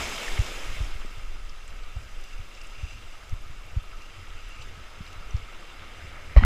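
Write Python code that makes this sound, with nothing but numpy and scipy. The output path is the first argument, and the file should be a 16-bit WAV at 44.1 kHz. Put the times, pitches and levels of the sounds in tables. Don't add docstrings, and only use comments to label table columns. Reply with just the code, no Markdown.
import sys
import numpy as np
from scipy import signal
from scipy.fft import rfft, irfft
from scipy.io import wavfile
from scipy.ndimage import uniform_filter1d

SR = 44100
rng = np.random.default_rng(int(sys.argv[2]) if len(sys.argv) > 2 else 0)


def output_pcm(signal):
    pcm = np.clip(np.atleast_2d(signal).T, -1, 1) * 32767
    wavfile.write(sys.argv[1], SR, np.round(pcm).astype(np.int16))


def how_loud(loudness_db):
    steps = np.asarray(loudness_db, float) / 20
    return 10 ** steps


N = 284437


def evened(x):
    return x / np.sqrt(np.mean(x ** 2) + 1e-20)


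def read(points, hz):
    f, value = np.transpose(points)
    return np.interp(np.log(hz + 1), np.log(f + 1), value)


def curves(rows, t):
    s, *columns = np.transpose(rows)
    return [np.interp(t, s, c) for c in columns]


def add(mix, s, sound):
    part = mix[round(s * SR):][:len(sound)]
    part += sound[:len(part)]


def shaped(gain_of_hz):
    hz = np.fft.rfftfreq(N, 1 / SR)
    return evened(irfft(rfft(rng.standard_normal(N)) * gain_of_hz(hz), N))


def coloured(points):
    return shaped(lambda hz: how_loud(read(points, hz)))


def wander(ms):
    span = max(int(ms * SR / 1000), 1)
    return evened(uniform_filter1d(uniform_filter1d(rng.standard_normal(N), span), span))


def steadied(x, ms):
    envelope = uniform_filter1d(abs(signal.hilbert(x)), int(ms * SR / 1000))
    return evened(x / (envelope + 0.36))


def bells(rows, base_db):
    t = np.arange(0, N, 64) / SR
    power = sum(how_loud(db) ** 2 * np.exp(-(2 * (t - s) / length) ** 2) for s, db, length in rows)
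    return 10 * np.log10(how_loud(base_db) ** 2 + np.interp(np.arange(N) / SR, t, power))


# (centre [Hz], width [Hz], level [dB])
HOUSING_MODES = [(1274, 190, 6.5), (1756, 47, -5), (2200, 194, 4), (2755, 120, 5), (3140, 100, 5.5),
                 (3554, 190, 6), (3960, 97, 6), (4580, 79, -1), (5060, 830, 7), (6100, 180, -2),
                 (6250, 310, 5.5), (7500, 2700, 6.5), (8600, 1200, -5), (12030, 420, -6.5)]


def housing_db(hz):
    return sum(db / (1 + (2 * (hz - f) / width) ** 2) for f, width, db in HOUSING_MODES)


# (time [s], level [dB])
DRAINING = [(0.0, -32), (0.07, -33.5), (0.23, -35), (.45, -37.5), (0.6, -39), (0.78, -40.5), (0.96, -45.5),
            (1.43, -50), (2.87, -49), (3.4, -50.5), (6.45, -50)]


def tide(t):
    drain_db = curves(DRAINING, t)[0]
    from_db, full_db = -53, -36
    near = np.clip((drain_db - from_db) / (full_db - from_db), 0, 1)
    body_db = drain_db + 1.27 * np.maximum(t - 2.92, 0)
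    fizz_db = drain_db - 8.5 + 1.3 * near ** 3 - 0.64 * np.sin(np.pi * near)
    surge_s, rise_s = 6.23, 0.29
    surge = np.exp(-(np.maximum(surge_s - t, 0) / rise_s) ** 2)
    rumble_db = 0.3 * near + 3 * surge
    splash_db = 6.5 * surge
    return body_db, fizz_db, rumble_db, splash_db, near


# (frequency [Hz], level [dB per Hz])
NEAR_TONE = [(88, -45), (150, -5.5), (234, -10), (409, -5), (803, -7), (1250, -12), (1600, -9),
             (2400, -5.5), (3500, -12), (4200, -16), (7370, -17), (8600, -18.5), (15000, -26.5)]
# (frequency [Hz], level [dB per Hz])
FAR_TONE = [(90, -31), (150, -6), (250, -5.5), (600, -5), (1050, -10), (1280, -3), (1550, -6.5),
            (2500, -8.5), (4200, -16.5), (5500, -18.5), (7500, -21), (9000, -21), (15000, -26.5)]


def surf(patchy_db=1.25, flicker_db=0.14):
    hop, window = 128, 512
    frames = N // hop + 5
    hz = np.fft.rfftfreq(window, 1 / SR)[:, None]
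    a, b, patches = rng.standard_normal((frames, len(hz), 3)).T
    patches = evened(uniform_filter1d(uniform_filter1d(patches, 6, 0), 14, 1))
    flicker = evened(uniform_filter1d(rng.standard_normal(frames), 7))
    body_db, fizz_db, rumble_db, splash_db, near = tide(np.arange(frames) * hop / SR)

    shape = how_loud((1 - near) * read(FAR_TONE, hz) + near * read(NEAR_TONE, hz))
    shape *= how_loud(rumble_db * np.clip(np.log2(1300 / (hz + 1)), 0, 1))
    shape *= how_loud(splash_db * np.exp(-(np.log2((hz + 1) / 2000) / 0.3) ** 2))
    heard = shape * how_loud(housing_db(hz))
    body_sum = np.sqrt(((heard * ((hz > 300) & (hz < 4000))) ** 2).sum(0))
    fizz_sum = np.sqrt(((heard * (hz >= 4000)) ** 2).sum(0))
    high = np.clip(np.log2((hz + 1) / 3000), 0, 1)
    shape *= (how_loud(body_db) / body_sum) ** (1 - high) * (how_loud(fizz_db) / fizz_sum) ** high

    chance = how_loud(patchy_db * patches + flicker_db * flicker * (0.3 + high))
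    foam = (a + 1j * b) * shape * chance
    outside = signal.istft(foam, nperseg=window, noverlap=window - hop)[1][:N]
    return irfft(rfft(outside) * how_loud(housing_db(np.fft.rfftfreq(N, 1 / SR))), N)


def bubbles(under_surf_db=-10.5, per_s=900, spread_db=2.6):
    size = how_loud(spread_db * np.minimum(rng.exponential(1, N), 5))
    pops = size * (rng.random(N) < per_s / SR)
    kind = rng.integers(0, 24, N)
    out = np.zeros(N)
    for k, hz in enumerate(np.geomspace(900, 9000, 24)):
        u = np.linspace(0, 1, int(5 * SR / hz))
        grain = np.sin(2 * np.pi * 5 * (u + 0.11 * u ** 2)) * np.sin(np.pi * u ** 1.43) ** 2
        level = how_loud(read(NEAR_TONE, hz) + housing_db(hz))
        out += level * signal.oaconvolve(pops * (kind == k), grain)[:N]
    body_db = tide(np.arange(N) / SR)[0]
    return how_loud(under_surf_db + body_db) * evened(out)


# (time [s], peak level [dB], pitch [Hz], direction [+-1], rebound [share])
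MOUNT_JOLTS = [(0.3998, -12, 79.5, -1, 0.54), (.813, -21, 79, 1, 0.11), (0.836, -22.5, 34.7, 1, -0.11),
               (0.961, -33, 70, 1, 0.18), (1.972, -22.5, 73.4, -1, 0.44), (2.402, -32, 89, 1, -0.23),
               (2.841, -24, 72, -1, 0.017), (3.333, -22.5, 83, -1, 0.28), (3.774, -16.5, 82, -1, 0.41),
               (4.601, -36, 83, -1, .2), (1.181, -38, 90, 1, 0.0035), (3.504, -36, 99, 1, 0.72),
               (4.78, -39.5, 137, 1, 0.06), (5.211, -42, 132, 1, 0.36), (5.959, -46, 108, 1, -0.039),
               (6.05, -40, 131, -1, 0.32), (5.01, -31, 154, -1, 0.56), (5.352, -16, 81, 1, 0.16),
               (6.377, 1.6, 59, -1, 0.025), (6.388, -11, 58.4, 1, .05), (6.37, -18, 75, -1, -0.062),
               (6.403, -17, 80, -1, -1), (6.427, -18.5, 187, 1, -1.1), (6.453, -5, 43, -1, -0.14)]


def jolts(sharp=1.73, narrow=1.71, sag=0.59):
    out, t = np.zeros(N), np.arange(N) / SR
    for s, db, hz, way, share in MOUNT_JOLTS:
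        near = slice(round((s - .05) * SR), round((s + .07) * SR))
        turn = hz * (t[near] - s)
        phase = turn / (1 + sag * np.maximum(turn, 0))
        steepness = np.where(turn < 0, sharp, narrow)
        swing = np.cos(2 * np.pi * phase) * np.exp(-(steepness * turn) ** 4 / (1 + turn ** 2))
        rebound_turn = 0.94 + 0.25 * share
        rebound = share * np.exp(-(3 * (turn - rebound_turn)) ** 2)
        out[near] += how_loud(db) * np.sign(way) * (swing - rebound)
    return out


# (time [s], peak level [dB])
BLOWS = [
    (1.048, -42.5),
    (1.966, -52.5),
    (6.364, -18.5),
    (6.373, -27),
    (6.4364, -16),
]
# (frequency [Hz], level [dB], t60 [s])
SHELL_MODES = [
    [(342, 5, 0.037), (433, -4, 0.031), (224, 6, 0.032)],
    [(727, 8, 0.056)],
    [(592, 3.5, 0.037), (1110, -5, 0.03), (2000, 3.5, 0.0085), (4200, -21, .02), (5500, -27, .015)],
    [(1260, 3.5, 0.036), (3200, -14, 0.1), (4000, -10, 0.075), (4310, -11, 0.066), (5400, -15, 0.065)],
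    [(1400, 7.5, 0.011), (2050, -3.5, 0.021), (900, 2, 0.0066), (3660, -24, 0.047), (5530, -26, .015)],
]


def knocks():
    out, t = np.zeros(N), np.arange(4000) / SR
    for (s, db), modes in zip(BLOWS, SHELL_MODES):
        ring = sum(how_loud(d - 60 * t / t60) * np.sin(2 * np.pi * hz * t) for hz, d, t60 in modes)
        add(out, s, how_loud(db) * ring * (1 - np.exp(-t / 0.0004)))
    return out


# (time [s], level [dB])
RUBBING = [
    (6.366, -29),
    (6.385, -30.5),
    (6.4, -37.5),
    (6.412, -36),
    (6.42, -37.5),
    (6.433, -32.5),
    (6.45, -38),
]
# (frequency [Hz], level [dB per Hz])
SKIN_TONE = [(100, -28), (200, 3), (450, -16), (700, -5), (1200, -6.5), (1500, -19), (1950, -2),
             (2500, -17), (3100, -11), (3500, -27), (4100, -21), (6000, -34), (15000, -52)]


def rub():
    t = np.arange(N) / SR
    touch = np.clip((t - RUBBING[0][0]) / 0.0047, 0, 1)
    grip_db = 2 * wander(2.5)
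    return touch * how_loud(curves(RUBBING, t)[0] + grip_db) * coloured(SKIN_TONE)


# (time [s], peak level [dB], centre [Hz], width [Hz])
SMALL_SPLASHES = [
    (.18, -31, 2880, 1500),
    (.281, -26, 1850, 500),
    (.282, -34, 2900, 1300),
    (.377, -30, 2280, 900),
    (.391, -38, 6500, 3000),
    (.445, -39, 5500, 4000),
    (.463, -37, 4220, 3000),
    (.537, -55, 8000, 2500),
    (.762, -32.5, 2050, 700),
    (.845, -47, 6500, 3000),
]
# (time [s], peak level [dB], centre [Hz], width [Hz])
LINE_TICKS = [(1.059, -53, 7500, 1500), (1.495, -44.5, 5300, 1500), (1.678, -45, 7600, 1000),
              (1.679, -44, 2500, 1200), (1.835, -47, 3700, 2000), (2.212, -54, 8000, 5000),
              (2.239, -45, 5300, 1500), (2.24, -56, 10000, 6000), (2.549, -47, 5200, 1200),
              (2.614, -44, 5000, 1200), (2.614, -50, 7500, 1500), (2.636, -55, 10000, 6000),
              (2.67, -47, 7500, 1000), (2.905, -53, 6200, 800), (3.294, -51, 5500, 1800),
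              (3.295, -57, 11000, 5000), (3.338, -60, 11500, 4000), (3.42, -60, 11500, 3000),
              (3.663, -59, 11500, 6000), (3.83, -59, 10500, 4000), (4.02, -48.5, 5200, 3000),
              (4.487, -58, 11000, 3000), (4.62, -42, 3800, 2000), (4.625, -51, 7500, 1200),
              (5.065, -46, 4200, 2500), (5.129, -49, 5000, 4000), (5.308, -46, 5950, 300),
              (5.367, -46, 5200, 2000)]


def ticks():
    out, t = np.zeros(N), np.arange(600) / SR
    rise_s = .0017
    for s, db, hz, width in SMALL_SPLASHES + LINE_TICKS:
        a, b = rng.standard_normal((2, 600))
        smear = np.exp(-np.pi * width / SR)
        slow = signal.lfilter([1], [1, -2 * smear, smear ** 2], a + 1j * b)
        puff = evened((slow * np.exp(2j * np.pi * hz * t)).real)
        add(out, s - .001, how_loud(db - 2.5) * puff * (t / rise_s) * np.exp(1 - t / rise_s))
    return out


# (frequency [Hz], level [dB per Hz])
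BUFFET_TONE = [(3, -1), (10, -3.5), (16, 1), (26, -3), (38, -12.5), (55, -43), (250, -110)]
# (frequency [Hz], level [dB per Hz])
FLUTTER_TONE = [(20, 1.5), (45, 2.5), (65, 1), (95, -1.5), (120, -11), (180, -27), (300, -30), (1500, -100)]
# (time [s], peak level [dB], length [s])
PORT_GUSTS = [(.12, -41, 0.09), (.33, -27, 0.081), (.56, -34.5, 0.21), (.73, -30, 0.13), (.85, -41, 0.035),
              (.97, -27.5, 0.18), (1.3, -29.5, 0.19), (1.5, -32, 0.12), (1.72, -39, 0.12),
              (1.84, -33, 0.17), (2.19, -31.5, 0.097), (2.38, -31, 0.083), (2.62, -37.5, 0.079),
              (2.76, -38, 0.19), (2.94, -47, 0.051), (3.11, -36.5, 0.073), (3.33, -28, 0.052),
              (3.45, -32.5, .07), (3.56, -36, 0.11), (3.78, -41, .12), (3.93, -36.5, 0.2),
              (4.35, -35.5, 0.09), (4.47, -35, 0.058), (4.63, -41.5, 0.21), (4.97, -47, 0.076),
              (5.18, -38, 0.046), (5.33, -34.5, 0.18), (5.57, -36.5, 0.037), (6.33, -39.5, 0.098)]
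# (time [s], peak level [dB], length [s])
FLUTTER_FLURRIES = [(0, -39, 0.13), (0.722, -40, 0.083), (1.17, -53, .06), (1.692, -48.5, 0.19),
                    (2.046, -45, .08), (2.956, -45, 0.13), (3.256, -48, 0.079), (4.198, -44.5, 0.072),
                    (4.353, -46.5, 0.11), (4.65, -46, 0.14), (4.797, -43, .08), (5.14, -44, 0.094),
                    (5.266, -46, .1), (5.423, -40.5, 0.063), (5.797, -49.5, 0.11), (6.1, -44, 0.28),
                    (6.304, -42, 0.076)]


def wind(gusty_db=1.5, lumpy_db=2.5):
    t = np.arange(N) / SR
    lull_db = -42
    buffet_db = bells(PORT_GUSTS, lull_db - 0.43 * t)
    calm_db = -54 + 0.18 * (buffet_db - lull_db) + lumpy_db * wander(25)
    shudders = [(s, min(db - 19, -42), 0.078) for s, db, *_ in MOUNT_JOLTS if s < 6.3]
    flutter_db = bells(shudders + FLUTTER_FLURRIES, calm_db)
    lumps = steadied(coloured(BUFFET_TONE), 50)
    flutter = evened(steadied(coloured(FLUTTER_TONE), 31) * how_loud(gusty_db * wander(6.1)))
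    return how_loud(buffet_db) * lumps + how_loud(flutter_db) * flutter


# (centre [Hz], width [Hz], level [dB])
GEAR_BANDS = [(2752, 270, 4.5), (2310, 170, -7.5), (4880, 430, -9), (6000, 280, -10), (7500, 1400, -17.5)]
# (time [s], peak level [dB], length [s])
HANDLE_PULLS = [(1.07, -60, 0.035), (1.3, -62.5, .3), (1.68, -64, .06), (1.95, -62, 0.39),
                (2.27, -54.5, 0.17), (2.62, -55, 0.15), (2.82, -54.5, 0.21), (2.91, -50, .07),
                (3.13, -59, 0.15), (4.07, -59.5, 0.18), (4.47, -55, 0.26), (4.62, -48.5, 0.034),
                (5.09, -52.5, 0.067), (5.3, -68, 0.2), (6.04, -56.5, 0.18)]


def reel(idle_db=-64.5, rough_db=1.5, uneven_db=1.75):
    def teeth(hz):
        return sum(how_loud(db) / (1 + (2 * (hz - f) / width) ** 2) for f, width, db in GEAR_BANDS)

    level_db = bells(HANDLE_PULLS, idle_db)
    return how_loud(level_db + rough_db * wander(5.4) + uneven_db * wander(8.9)) * shaped(teeth)


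def scene():
    water = surf() + bubbles()
    handling = jolts() + knocks() + rub()
    return (water + handling + ticks() + wind() + reel())[None]


def band_limit(x):
    return signal.sosfilt(signal.butter(12, 15200, fs=SR, output="sos"), x)


def record(dry):
    rounded = 1.15 * np.tanh(dry / 1.15)
    going_on = np.pad(rounded, [(0, 0), (255, 255)], "edge")
    low_pass = signal.firwin(511, 15250, window=("kaiser", 9), fs=SR)
    limited = signal.oaconvolve(going_on, low_pass[None], "valid", axes=1)
    return band_limit(limited)


dry = scene()
out = record(dry)
output_pcm(out)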